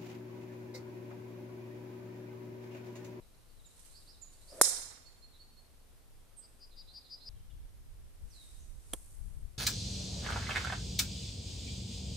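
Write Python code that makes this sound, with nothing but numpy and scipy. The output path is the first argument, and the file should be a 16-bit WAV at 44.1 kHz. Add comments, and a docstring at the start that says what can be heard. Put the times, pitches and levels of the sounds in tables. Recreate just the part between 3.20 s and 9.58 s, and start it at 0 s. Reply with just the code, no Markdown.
"""Two golf shots near woods.

At the tee, small birds sing while a driver whooshes down and cracks the ball; its hollow head
rings and the trees scatter the crack back. The scene then cuts to a bunker, where wind buffets
the microphone and a wedge knocks the ball out in a spray of sand. Clothes swish with each swing."""
import sys
import numpy as np
from scipy import signal
from scipy.fft import rfft, irfft, next_fast_len
from scipy.io import wavfile
from scipy.ndimage import uniform_filter1d

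SR = 44100
rng = np.random.default_rng(int(sys.argv[2]) if len(sys.argv) > 2 else 0)


def unload_audio(sound):
    """Save the sound as a 16-bit wav file, at the path given as the first command line argument."""
    columns = np.transpose(np.atleast_2d(sound))
    # keep every value between -1 and 1, then stretch to whole-number steps
    steps = np.round(np.clip(columns, -1, 1) * 32767)
    wavfile.write(sys.argv[1], SR, steps.astype(np.int16))


N = 281342
TIME_S = np.arange(N) / SR
FFT_SIZE = next_fast_len(N, real=True)
BIN_HZ = np.fft.rfftfreq(FFT_SIZE, 1 / SR)
DRIVE_S, CUT_S, WEDGE_S = 1.4131, 4.09, 5.7351


def amp(db):
    """Decibels to gain."""
    return 10 ** (np.asarray(db) / 20)


def unit_rms(x):
    """Scales to rms 1."""
    return x / np.sqrt(np.mean(x ** 2) + 1e-20)


def curve_at(points, hz):
    """Interpolates a table on a log-frequency axis."""
    point_hz, value = np.transpose(points)
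    return np.interp(np.log(hz + 1), np.log(point_hz + 1), value)


def pan(left_db):
    """Stereo gains for a left-over-right level difference."""
    gains = amp(np.array([[.5], [-.5]]) * left_db)
    return gains / np.sqrt(np.mean(gains ** 2, axis=0))


def noise(spectrum, correlation=0):
    """Stereo noise of rms 1 with a given spectrum and left-right correlation."""
    left, spare = rng.standard_normal((2, FFT_SIZE))
    right = correlation * left + np.sqrt(1 - correlation ** 2) * spare
    shaped = rfft([left, right]) * amp(curve_at(spectrum, BIN_HZ))
    return unit_rms(irfft(shaped, FFT_SIZE)[:, :N])


def burst(peak_s, rise_s, fall_s):
    """Envelope that grows and dies exponentially about its peak."""
    return np.exp(-np.maximum((peak_s - TIME_S) / rise_s, (TIME_S - peak_s) / fall_s))


def place(x, start_s):
    """Puts a mono sound on the timeline."""
    return np.pad(x, (round(start_s * SR), N))[:N]


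def pulse(spectrum, start_s, size=8192):
    """One minimum-phase pressure pulse of peak 1."""
    log_gain = np.log(amp(curve_at(spectrum, abs(np.fft.fftfreq(size, 1 / SR)))))
    shape = np.fft.ifft(np.exp(np.conj(signal.hilbert(log_gain)))).real
    return place(shape / abs(shape).max(), start_s)


def ring(modes, strike_s):
    """Struck modes decay, reaching each channel in a random phase."""
    age_s = TIME_S - strike_s
    live = (age_s > 0) & (age_s < 1)
    out, t = np.zeros((2, N)), age_s[live]
    for hz, db, t60_s in modes:
        out[:, live] += amp(db - 60 * t / t60_s) * np.sin(2 * np.pi * (hz * t + rng.random((2, 1))))
    return out


# Open-air spectra at the two spots. Each row: frequency in Hz, relative level in dB.
TEE_AIR_SPECTRUM = [(12, -30.5), (20, 5), (33, -13), (66, -11.5), (161, -23.5), (196, -27.5), (231, -25.5),
                    (389, -29), (471, -28.5), (620, -30.5), (1860, -38.5), (4360, -39.3), (7340, -42),
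                    (8900, -38), (14200, -43)]
BUNKER_AIR_SPECTRUM = [(100, 13), (400, 10), (1000, 2.5), (2500, -1), (5000, -2.3), (7500, -4), (8700, 0),
                       (9800, -3.5), (11000, -0.5), (12500, -3.5), (14200, -7)]


def open_air():
    """Steady background noise, as a pair: tee, bunker."""
    return (amp(-57.7) * noise(TEE_AIR_SPECTRUM, correlation=.2),
            amp(-66) * noise(BUNKER_AIR_SPECTRUM, correlation=.087))


# Gusts. Each row: peak time in seconds, half length in seconds, level in dB, left over right in dB.
WIND_GUSTS = [(4.14, .06, -43, 18), (4.34, .07, -49, 14), (4.44, .06, -48.5, -9), (4.72, .13, -49.5, -3),
              (4.855, .02, -49, -4), (5.037, .03, -44, 10), (5.48, .13, -48, -16), (5.78, .13, -51, 1),
              (6.055, .06, -40.5, 23), (6.21, .07, -40.5, 12)]
# Wind on the microphone. Each row: frequency in Hz, relative level in dB.
BUFFET_SPECTRUM = [(10, -5), (25, 3.5), (55, -1.5), (100, -12), (160, -21.5), (250, -34), (500, -69),
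                   (1500, -78)]


def wind(breeze_db=-56, eddy_db=1.2):
    """A breeze and gusts, broken into short eddies, buffet each microphone port separately."""
    power = amp(breeze_db) ** 2
    for peak_s, half_s, db, left_db in WIND_GUSTS:
        power = power + (amp(db) * pan(left_db)) ** 2 * np.exp(-((TIME_S - peak_s) / half_s) ** 2)
    eddies = uniform_filter1d(rng.standard_normal((2, N)), size=1500)
    eddies = unit_rms(uniform_filter1d(eddies, size=900))
    return np.sqrt(power) * unit_rms(amp(eddy_db * eddies) * noise(BUFFET_SPECTRUM))


# Echo colour. Each row: frequency in Hz, relative level in dB.
ECHO_SPECTRUM = [(100, -13), (300, -12.5), (650, -8.5), (1200, -14.7), (2400, -4), (4000, 3.2), (6300, 2.8),
                 (9000, 3.3), (11000, -3.5), (14000, -6)]
# Echo decay. Each row: frequency in Hz, T60 in seconds.
ECHO_DECAY = [(200, .9), (600, .72), (1200, 1), (3000, 1), (5000, 0.74), (8000, .53), (13000, 0.56)]
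# Echo balance. Each row: frequency in Hz, left over right in dB.
ECHO_PAN = [(600, 0), (4000, 0.5), (8000, -6), (11000, -1.5), (14000, 5)]


def woods(x, delay_s=.013, build_s=.003, clump_db=2, bank_s=.031):
    """Trunks and turf scatter a sound into a tail of clumped echoes, whose treble dies first."""
    hz, t, bins = signal.stft(rng.standard_normal((2, SR)), SR, nperseg=256)
    clumps = uniform_filter1d(rng.standard_normal(bins.shape[1:]), size=3, axis=1)
    clumps = unit_rms(uniform_filter1d(clumps, size=24, axis=0))
    colour = amp(curve_at(ECHO_SPECTRUM, hz)) * pan(curve_at(ECHO_PAN, hz))
    decay_db = 60 * t / curve_at(ECHO_DECAY, hz)[:, None]
    bins = bins * colour[:, :, None] * amp(clump_db * clumps - decay_db)
    tail = signal.istft(bins, SR, nperseg=256)[1][:, :SR]
    age_s = TIME_S[:SR]
    tail *= 1 - np.exp(-np.maximum(age_s - delay_s, 0) / build_s)
    # The nearest bank, on the right, throws back one stronger cluster.
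    tail *= 1 + amp(-7.5) * pan(-20) * np.exp(-((age_s - bank_s) / .01) ** 2)
    return signal.oaconvolve(x, tail / np.sqrt(SR / 20), axes=1)[:, :N]


def whistle(start_s, hz, level, buzz=0, rasp=0, buzz_hz=372):
    """A bird's tone along a pitch curve; a fast, even wobble makes it buzz, an uneven one rasp."""
    t = TIME_S[:len(hz)]
    waver = unit_rms(uniform_filter1d(rng.standard_normal(len(t)), size=70))
    hz = hz * (1 + buzz * np.sin(2 * np.pi * buzz_hz * t) + rasp * waver)
    return place(np.sqrt(2) * level * np.sin(2 * np.pi * np.cumsum(hz) / SR), start_s)


def note(start_s, length_s, hz, db, glide=0, arch=0, buzz=0, rasp=0, skew=1):
    """A bird's note swells and fades as its pitch glides and arches; skew above 1 delays the swell."""
    progress = np.linspace(0, 1, round(length_s * SR))
    centred = 2 * progress - 1
    pitch_hz = hz * (1 + glide * centred / 2 - arch * centred ** 2)
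    return whistle(start_s, pitch_hz, amp(db) * np.sin(np.pi * progress ** skew), buzz, rasp)


def perch(song, left_db, echo_db):
    """Places a bird to one side, with its echo from the trees."""
    return song * pan(left_db) + amp(echo_db) * woods(song[None], delay_s=.003)


def twitter(start_s, end_s, low_hz, top_db, count):
    """One bout of short bird notes, random in timing, pitch, glide and level."""
    jitter, pitch, slope, softness = rng.random((count, 4)).T
    times_s = start_s + (end_s - start_s) * (np.arange(count) + jitter) / count
    notes = zip(times_s, low_hz * (1 + .25 * pitch), top_db - 6 * softness, .4 * (slope - .5))
    return sum(note(s, .035, hz, db, glide, buzz=.05, rasp=.03) for s, hz, db, glide in notes)


def treetop_birds():
    """Far birds twitter in bouts, with a strong echo."""
    song = (twitter(0, .6, low_hz=3600, top_db=-74, count=7)
            + twitter(.6, 1.35, low_hz=3650, top_db=-70, count=14)
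            + twitter(3.55, 4.02, low_hz=3550, top_db=-68, count=10)
            + twitter(4.1, 4.36, low_hz=2850, top_db=-72, count=4)
            + twitter(5.38, 5.42, low_hz=5900, top_db=-66, count=2))
    return perch(song, left_db=-3, echo_db=-2.5)


# Chips. Each row: start in seconds, level in dB.
CHIP_NOTES = [(.388, -68.5), (.441, -64.5), (.504, -69), (.935, -66)]


def chipping_bird(hz=3830):
    """Short, clean chips, all on the same falling pitch."""
    song = sum(note(s, .026, hz, db, glide=-.18, rasp=.004) for s, db in CHIP_NOTES)
    return perch(song, left_db=4, echo_db=-7)


def whistling_bird(start_s=5.098, length_s=.175, top_hz=6150, knee_hz=4000, sag_hz_per_s=2100):
    """One whistle starts high, drops quickly, then sinks slowly."""
    t = np.arange(0, length_s, 1 / SR)
    hz = knee_hz + (top_hz - knee_hz) / (1 + (t / .028) ** 3) - sag_hz_per_s * t
    level = amp(-63.7) * np.sin(np.pi * (t / length_s) ** .8) ** .5
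    return perch(whistle(start_s, hz, level, rasp=.009), left_db=-9, echo_db=-3.5)


# Slurs. Each row: start in seconds, pitch in Hz, glide as a share of pitch, level in dB.
SLUR_NOTES = [(.738, 4695, .18, -59), (.868, 4850, .25, -59), (1.272, 4850, .2, -58),
              (2.125, 3900, .05, -64.5), (3.5, 4000, -.22, -66), (3.668, 4100, .12, -58.5),
              (3.83, 4100, -.25, -63), (3.998, 4250, .1, -58)]


def slurring_bird():
    """A distant bird slurs raspily up and down, blurred by the woods."""
    song = sum(note(s, .06, hz, db, glide, arch=.012, buzz=.055, rasp=.03)
               for s, hz, glide, db in SLUR_NOTES)
    return perch(song, left_db=-8, echo_db=-7)


# Piping notes. Each row: start in seconds, pitch in Hz, level in dB.
PIPE_NOTES = [(1.849, 4410, -58), (2.016, 4300, -58.5), (2.189, 4430, -58), (2.362, 4360, -63.5)]


def piping_bird():
    """A bird on the right pipes soft, arched notes."""
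    song = sum(note(s, .052, hz, db, glide=.01, arch=.03, buzz=.008, rasp=.009)
               for s, hz, db in PIPE_NOTES)
    return perch(song, left_db=-9, echo_db=-7.5)


# Calls. Each row: start and length in seconds, pitch in Hz, arch as a share of pitch, level in dB.
HIGH_NOTES = [(.452, .036, 7150, .03, -60), (1.013, .034, 7080, .04, -48), (3.164, .057, 8250, -.04, -50.5)]


def high_bird():
    """Thin, falling calls far to the right."""
    song = sum(note(s, length_s, hz, db, glide=-.1, arch=arch, buzz=.02, rasp=.011)
               for s, length_s, hz, arch, db in HIGH_NOTES)
    return perch(song, left_db=-18, echo_db=-8)


# Buzzes. Each row: beat in seconds, pitch in Hz.
BUZZ_NOTES = [(3.221, 4875), (3.403, 4870), (3.564, 4810), (3.735, 4786), (3.897, 4886), (4.052, 4970)]


def buzzing_bird(full_db=-41, swell_s=.5, lead_s=.01, stretch_s_per_db=.0011):
    """A near bird on the left repeats a buzzy note in a crescendo; louder notes last longer."""
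    song = np.zeros(N)
    first_s = BUZZ_NOTES[0][0]
    for beat_s, hz in BUZZ_NOTES:
        offset_db = -21 * np.exp((first_s - beat_s) / swell_s)
        length_s = lead_s + .075 + stretch_s_per_db * offset_db
        song += note(beat_s - lead_s, length_s, hz, full_db + offset_db,
                     arch=-.012, buzz=.046, rasp=.008, skew=1.5)
    return perch(song, left_db=4, echo_db=-14)


def rustle(spectrum, envelope, grain_db, left_db):
    """A grainy hiss that follows an envelope."""
    grain = unit_rms(uniform_filter1d(rng.standard_normal(N), size=130))
    return noise(spectrum) * envelope * amp(grain_db * grain) * pan(left_db)


# Swings. Each row: backswing peak and half length in seconds, its level in dB,
# downswing peak in seconds, its level in dB.
SWING_SWISHES = [(.7, .17, -64.5, 1.39, -55.5), (5.27, .13, -63, 5.72, -63)]
# Jacket rubs. Each row: peak time in seconds, level in dB.
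JACKET_RUBS = [(.597, -57.5), (.662, -56.5), (.72, -63), (1.135, -61), (1.218, -66)]
# Hiss of cloth, also of the wedge's scuff. Each row: frequency in Hz, relative level in dB.
FRICTION_SPECTRUM = [(1000, -14), (2500, -13.5), (4500, -11.5), (7000, -7.5), (8700, 0), (9700, -8),
                     (11000, -4.5), (12500, -17.5), (14000, -18)]


def clothes():
    """Cloth swishes with each backswing and downswing; the jacket catches in a few short rubs."""
    swish = np.zeros(N)
    for back_s, half_s, back_db, down_s, down_db in SWING_SWISHES:
        swish += amp(back_db) / np.sqrt(1 + ((TIME_S - back_s) / half_s) ** 4)
        swish += amp(down_db) * burst(down_s, rise_s=.125, fall_s=.045)
    rubs = sum(amp(db) * burst(s, rise_s=.012, fall_s=.022) for s, db in JACKET_RUBS)
    return (rustle(FRICTION_SPECTRUM, swish, grain_db=1.2, left_db=-.5)
            + rustle(FRICTION_SPECTRUM, rubs, grain_db=1.8, left_db=-12))


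# Falling sand. Each row: frequency in Hz, relative level in dB.
SAND_SPECTRUM = [(1000, -18), (3000, -22), (5000, -17), (7000, -8.5), (8700, 0), (9700, -5.5),
                 (11000, -3.5), (12500, -14), (14000, -18)]


def sand_spray():
    """Fine grains patter down after the wedge, fading out."""
    envelope = amp(-58.7) * burst(5.76, rise_s=.017, fall_s=.29)
    return rustle(SAND_SPECTRUM, envelope, grain_db=2.1, left_db=-.5)


# The sole's thump and the wedge's bite in sand. Each row: frequency in Hz, relative level in dB.
THUMP_SPECTRUM = [(60, 3), (240, 1.5), (450, .5), (700, -7), (1250, -6.5), (3000, -28), (9000, -59)]
BITE_SPECTRUM = [(150, -4), (400, 2.5), (900, -2), (1300, -3), (2600, -15), (3300, -19), (4400, -34),
                 (5800, -14), (8500, -3), (10000, -4.5), (11800, 1.5), (14000, -25)]
# Blade modes. Each row: frequency in Hz, relative level in dB, T60 in seconds.
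BLADE_MODES = [(3280, 7, .015), (8300, -7, 0.035), (8930, -5, 0.064), (9860, 4.5, 0.028), (10480, -4, .035),
               (11150, -5, 0.034)]


def wedge():
    """The sole scuffs and thumps into the sand, then the blade clicks on the ball and rings."""
    thump = amp(-36) * noise(THUMP_SPECTRUM, correlation=.9) * burst(5.7335, .00066, .0066)
    scuff = amp(-43) * noise(FRICTION_SPECTRUM, correlation=.3) * burst(5.733, .0003, .009)
    bite = amp(-29.5) * noise(BITE_SPECTRUM, correlation=.54) * burst(WEDGE_S + .00038, .00048, .0025)
    strike = thump + scuff + bite + amp(-35) * ring(BLADE_MODES, WEDGE_S)
    return strike + amp(-33.5) * woods(strike)


def shaft_whoosh():
    """Eddies shed by the driver's shaft flutter once, then hum louder as the downswing speeds up."""
    spectrum_hz_db = [(100, -25.5), (300, -10.5), (500, -2), (640, 1), (820, -20), (1300, -16.5),
                      (3000, -34), (8000, -51)]
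    flutter = amp(-56) * burst(1.327, rise_s=.0032, fall_s=.02)
    downswing = amp(-49.5) * burst(1.397, rise_s=.043, fall_s=.028)
    return noise(spectrum_hz_db, correlation=.8) * (flutter + downswing)


# Air pushed out between face and ball, and the face's crack.
# Each row: frequency in Hz, relative level in dB.
BLOW_SPECTRUM = [(40, -36), (120, -19.5), (200, -11.5), (330, -3), (500, 0.5), (780, -2.7), (1050, -.7),
                 (1400, -2.5), (2000, -9), (2900, -24.5), (5000, -20.5), (14000, -26.5)]
CRACK_SPECTRUM = [(1500, -32.5), (2900, -34), (3300, -18.5), (4600, -15.5), (5200, -7), (6500, -5),
                  (7300, -4), (9000, -0.5), (11200, -2.5), (12400, -16), (13300, -9.5), (14200, -19.5)]
# Modes of the hollow head. Each row: frequency in Hz, relative level in dB, T60 in seconds.
HEAD_MODES = [(4290, -18.5, .04), (4770, -12.5, .04), (5200, -15, .05), (5850, -12, .025), (5960, -13, .03),
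              (6750, -12, 0.076), (6970, -14.5, .04), (7230, -37, 1.6), (7600, -5, 0.033),
              (8200, -6, 0.046), (8830, -6.5, 0.028), (8880, -1.5, .03), (9560, -3.5, .025),
              (10850, -7, 0.01), (10400, 0, .025), (10800, -6, 0.019), (11150, -5.5, .03),
              (10700, -11, .03), (14200, -9.5, .03)]
# Balance of ring and crack. Each row: frequency in Hz, left over right in dB.
HEAD_PAN = [(5000, -5), (7500, -4.5), (9500, 0), (12000, 3.5)]


def driver(swell_s=.0036, facing_s=.011, turned_db=-11):
    """A blow of air, a crack and the ringing head, which faces the listener briefly, then swings on."""
    age_s = np.maximum(TIME_S - DRIVE_S, 0)
    facing = amp(turned_db) + (1 - amp(turned_db)) / (1 + (age_s / facing_s) ** 12)
    head = amp(-12.5) * ring(HEAD_MODES, DRIVE_S) * (1 - np.exp(-(age_s / swell_s) ** 2))
    crack = amp(-13.5) * noise(CRACK_SPECTRUM) * burst(DRIVE_S + .0004, rise_s=.0001, fall_s=.016)
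    metal_bins = rfft((head + crack) * facing, FFT_SIZE) * pan(curve_at(HEAD_PAN, BIN_HZ))
    metal = irfft(metal_bins, FFT_SIZE)[:, :N]
    # The blow arrives on the left first.
    blow = np.array([pulse(BLOW_SPECTRUM, DRIVE_S + lag_s) for lag_s in (.00008, .00014)])
    strike = amp(-5) * blow * pan(-1.7) + metal
    return strike + amp(-3) * woods(strike)


def scene():
    """The tee, then an abrupt cut to the bunker."""
    tee_air, bunker_air = open_air()
    tee_birds = chipping_bird() + slurring_bird() + piping_bird() + buzzing_bird()
    tee = tee_air + tee_birds + shaft_whoosh() + driver()
    bunker = bunker_air + wind() + whistling_bird() + sand_spray() + wedge()
    return np.where(TIME_S < CUT_S, tee, bunker) + treetop_birds() + high_bird() + clothes()


def record(dry, cutoff_hz=14300):
    """A steep low-pass removes the top treble."""
    lowpass = signal.firwin(401, cutoff_hz, window=("kaiser", 7), fs=SR)
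    return signal.oaconvolve(dry, lowpass[None], "same")


dry = scene()
out = record(dry)
unload_audio(out)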